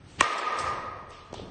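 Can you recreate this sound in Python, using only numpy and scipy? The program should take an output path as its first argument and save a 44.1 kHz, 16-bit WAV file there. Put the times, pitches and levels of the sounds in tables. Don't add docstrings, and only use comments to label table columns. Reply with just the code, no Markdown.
import sys
import numpy as np
from scipy import signal
from scipy.io import wavfile
from scipy.ndimage import uniform_filter1d

SR = 44100
rng = np.random.default_rng(int(sys.argv[2]) if len(sys.argv) > 2 else 0)


def put_to_file(sound):
    columns = np.atleast_2d(sound).T
    safe = np.clip(columns, -1, 1)
    whole_steps = np.round(safe * 32767)
    wavfile.write(sys.argv[1], SR, whole_steps.astype(np.int16))


def elevation(decibels):
    levels = np.asarray(decibels, float)
    return 10 ** (levels / 20)


N = 66150
HIT_S = 0.2075


def rms_one(x):
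    return x / np.sqrt(np.mean(x ** 2) + 1e-20)


def at_hz(points, hz):
    table = np.array(points)
    return np.interp(np.log(hz), np.log(table[:, 0]), table[:, 1])


def dying(start_s, rise_s, t60_s):
    t = np.maximum(np.arange(N) / SR - start_s, 0)
    return (1 - np.exp(-t / max(rise_s, 1e-5))) * elevation(-60 * t / t60_s)


def resonate(x, hz, width_hz):
    r = np.exp(-np.pi * width_hz / SR)
    top = np.array([1, 0, -1]) * (1 - r * r) / 2
    return signal.lfilter(top, [1, -2 * r * np.cos(2 * np.pi * hz / SR), r * r], x)


def resonant_noise(hz, width_hz):
    return rms_one(resonate(rng.standard_normal(N), hz, width_hz))


def focused(x, hz, width_hz):
    return rms_one(resonate(resonate(x, hz, width_hz), hz, 2 * width_hz))


def banded(spectrum, shape=lambda hz: 1):
    white = rng.standard_normal((2, N))
    edges = 22 * 2 ** np.arange(0, 9.1, 1 / 3)
    bands = []
    for k, (low, high) in enumerate(zip(edges, edges[1:])):
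        hz = np.sqrt(low * high)
        sos = signal.butter(2, [low, high], "band", fs=SR, output="sos")
        bands.append((hz, elevation(at_hz(spectrum, hz)) * signal.sosfilt(sos, white[k % 2])))
    scale = np.std(sum(band for _, band in bands))
    return sum(band * shape(hz) for hz, band in bands) / scale


def struck(start_s, hz, t60_s, db, rise_s):
    return elevation(db) * dying(start_s, rise_s, t60_s) * np.sin(2 * np.pi * hz * (np.arange(N) / SR - start_s))


def bat():
    # pitch_hz [Hz], level_db [dB], t60_s [s]
    modes = [(99, -10.5, .06), (319, -4.5, 0.012), (576, -4, 0.011), (1084, -2.5, 0.033), (1417, -12, .02),
             (1860, -5.5, 0.029), (2340, -10.5, 0.033), (2770, -8.5, 0.018), (800, -22, 0.036),
             (4640, -39, 0.0071), (5852, -21, 0.0064), (5870, -25.5, 0.031), (7060, -11.5, 0.01),
             (8160, 0.5, 0.0021)]
    # delay_s [s], level_db [dB]
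    reflections = [
        (0.016, -0.5),
        (0.021, -34),
        (0.033, -27),
        (0.042, -46),
        (0.054, -7.5),
    ]
    hit_db, lag_cycles, rise_cycles = -4, 1.6, 0.49
    blow = sum(struck(HIT_S + lag_cycles / hz, hz, t60, hit_db + db, rise_cycles / hz)
               for hz, db, t60 in modes)
    dull = signal.lfilter([0.4], [1, -0.6], blow)
    echoes = sum(elevation(db) * np.roll(dull, int(s * SR)) for s, db in reflections)
    return blow, echoes


def crack():
    return elevation(-24) * dying(HIT_S, 0.0005, 0.045) * resonant_noise(2500, 6000)


def flares():
    # time_s [s], level_db [dB], pitch_hz [Hz], length_s [s]
    swells = [(0.231, -25, 1192, 0.014), (0.249, -19.5, 1880, 0.009), (0.259, -10, 1213, 0.011),
              (0.478, -21.5, 1240, 0.014), (0.515, -25.5, 1201, 0.0097), (0.523, -33, 1850, 0.018),
              (0.588, -21.5, 1236, 0.0028), (0.644, -28, 1240, 0.002), (0.701, -30, 1212, 0.011),
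              (0.706, -48, 1890, 0.011), (0.783, -29.5, 1208, 0.0027), (0.88, -42, 1220, 0.021)]
    t = np.arange(N) / SR
    return sum(elevation(db) * np.exp(-0.5 * ((t - s) / length) ** 2) * np.sin(2 * np.pi * hz * t)
               for s, db, hz, length in swells)


def wavering(hz, width_hz):
    steadiness = 0.5
    x = rng.standard_normal(N)
    x = resonate(resonate(x, hz, width_hz), hz, width_hz)
    level = abs(signal.hilbert(x)) + 0.2 * np.std(x)
    return rms_one(x / level ** steadiness)


def hall():
    # pitch_hz [Hz], level_db [dB per Hz]
    colour = [(88, -37), (150, -25.5), (488, -5.5), (794, -7), (1250, -4), (1410, -3), (1830, -4),
              (8130, -25), (9500, -67.5), (12400, -75.5), (20900, -120)]
    # pitch_hz [Hz], width_hz [Hz], level_db [dB]
    barrel_rings = [(1220, 47.5, -30), (1265.8, 30.4, -33.5), (500, 225, -43), (1063, 350, -32.5),
                    (1890, 100, -42), (2430, 120, -51)]
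    # pitch_hz [Hz], t60_s [s]
    decay = [(200, 1.96), (600, 1.71), (1200, 1.465), (2500, 1.094), (5000, 1.065), (9000, 0.68)]
    start_s, rise_s, ring_t60_s = HIT_S + 0.012, 0.005, 1.664
    wash = banded(colour, lambda hz: dying(start_s, rise_s, at_hz(decay, hz)))
    rings = sum(elevation(db) * wavering(hz, width) for hz, width, db in barrel_rings)
    tail = elevation(-14) * wash + elevation(11.5) * rings * dying(start_s, rise_s, ring_t60_s)
    return tail - 0.85 * resonate(tail, 1440, 220)


def swing():
    # pitch_hz [Hz], level_db [dB per Hz]
    colour = [(150, -13), (500, -4.5), (1500, -12), (3500, -6.5), (6000, -12), (9000, -12.5)]
    peak_s, rise_s = 0.11, 0.09
    t = np.arange(N) / SR
    swish = elevation(-55) * np.clip((t - peak_s) / rise_s + 1, 0, 1) * banded(colour)
    rush_db, climb_db_per_s = -25, 950
    rush_noise = focused(rng.standard_normal(N), 2100, 1400)
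    rush = elevation(rush_db + climb_db_per_s * np.minimum(t - HIT_S, 0)) * dying(0.183, 0.004, 11) * rush_noise
    push = elevation(-33) * dying(0.177, 0.026, 0.36) * resonant_noise(130, 150)
    return (swish + rush) * (t < HIT_S + 0.002) + push


def netting():
    # start_s [s], level_db [dB], pitch_hz [Hz], width_hz [Hz], t60_s
    # [s]
    brushes = [(0.332, -32, 8000, 800, 0.021), (0.3794, -31, 7520, 1240, 0.087),
               (0.382, -27, 5000, 2000, .06), (0.563, -46.5, 8000, 2590, 0.58),
               (.5866, -40, 8330, 1500, 0.22), (0.585, -34.5, 4820, 2000, 0.23),
               (0.612, -40, 6200, 1500, 0.059), (.65, -46.5, 5200, 2470, 0.62),
               (1.1046, -48, 3480, 4960, 0.034), (1.112, -50.5, 2400, 2320, 0.95),
               (1.088, -59.5, 7500, 4000, 0.38), (1.327, -44, 2900, 4760, 0.019),
               (1.3395, -39, 2940, 4650, 0.033), (1.343, -46, 3240, 1550, 0.64),
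               (1.36, -60, 4370, 4930, 0.68), (0.228, -23.5, 6100, 6000, .08)]
    grains_per_s = 910
    out = 0
    for s, db, hz, width_hz, t60 in brushes:
        grains = (rng.random(N) < grains_per_s / SR) * rng.standard_normal(N)
        grains = grains + 0.45 * rng.standard_normal(N)
        out = out + elevation(db) * dying(s, t60 * 0.0067, t60) * focused(grains, hz, width_hz)
    return out


def thuds():
    # start_s [s], peak_db [dB], pitch_hz [Hz], t60_s [s]
    knocks = [
        (1.105, -48.5, 500, 0.06),
        (1.3303, -18, 505, 0.0049),
        (1.3427, -26.5, 800, 0.0083),
        (1.347, -46, 175, 0.016),
        (1.397, -25.5, 467, 0.011),
        (1.433, -34.5, 290, 0.025),
    ]
    # pitch_hz [Hz], level_db [dB per Hz]
    answer = [(80, -0.5), (250, 0), (500, -3), (1000, -12.5), (2500, -33.5), (9000, -44.5)]
    rise_cycles = 0.4
    dull = sum(struck(s, hz, t60, db + 6.5, rise_cycles / hz) for s, db, hz, t60 in knocks)
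    return dull + elevation(-35.5) * dying(1.301, 0.079, 1.32) * banded(answer)


def booms():
    # start_s [s], level_db [dB], pitch_hz [Hz], width_hz [Hz], t60_s [s]
    sheets = [
        (0, -56, 301, 118.7, 4.3),
        (0, -52, 117, 50, .8),
        (.58, -43.5, 80, 48.2, 2.4),
    ]
    return sum(elevation(db) * dying(s, t60 * 0.013, t60) * focused(rng.standard_normal(N), hz, width)
               for s, db, hz, width, t60 in sheets)


def floor():
    # pitch_hz [Hz], level_db [dB per Hz]
    colour = [(15, -42), (25, 0.5), (146, -6.5), (315, -38), (506, -17.5), (1470, -18), (2480, -24),
              (8390, -37), (9500, -58.5), (12400, -99.5), (20900, -120)]
    return elevation(-56.5) * banded(colour) + elevation(-56) * resonant_noise(88, 45)


def scene():
    blow, echoes = bat()
    hit = blow + crack() + elevation(-6) * echoes
    ringing = elevation(3.5) * flares() + hall()
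    return (hit + ringing + swing() + netting() + thuds() + booms() + floor())[None]


def treble_dropouts(x):
    # pitch_hz [Hz], share [0 to 1]
    holes = [(3000, 0.0094), (5000, 0.14), (6300, 0.1), (7200, 0.9), (8200, 0.11), (8800, 0.34),
             (9300, 0.93)]
    hole_db, quiet_db = -26, 31.5
    hz, _, z = signal.stft(np.pad(x, (0, 2048), "reflect"), SR, nperseg=1024, boundary="even")
    band = np.arange(len(hz)) // 5
    luck = uniform_filter1d(rng.standard_normal((band[-1] + 1, z.shape[1])), size=5, axis=1)
    luck = np.argsort(np.argsort(luck, axis=1), axis=1)[band] / z.shape[1]
    level_db = 10 * np.log10(uniform_filter1d(abs(z) ** 2, size=24, axis=0) + 1e-14)
    below_usual_db = np.median(level_db, axis=1, keepdims=True) - level_db
    odds = at_hz(holes, hz + 1)[:, None] * elevation(below_usual_db) ** (6 / quiet_db)
    dropped = (luck < odds) & (hz > 2500)[:, None]
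    return signal.istft(z * np.where(dropped, elevation(hole_db), 1), SR, nperseg=1024)[1][:N]


def roll_off(x):
    return signal.sosfilt(signal.butter(12, 10120, fs=SR, output="sos"), x)


def record(dry):
    duck_db, attack_s, hold_s, recover_s = -15, 0.016, 0.094, 0.38
    t = np.arange(N) / SR - HIT_S - 0.006
    duck = np.clip(t / attack_s, 0, 1) * np.clip(1 - (t - hold_s) / recover_s, 0, 1)
    treble_cut = signal.cheby2(16, 100, 10800, fs=SR, output="sos")
    cut = signal.sosfilt(treble_cut, dry * elevation(duck_db * duck))
    mix = treble_dropouts(cut[0])[None]
    return roll_off(mix)


dry = scene()
out = record(dry)
put_to_file(out)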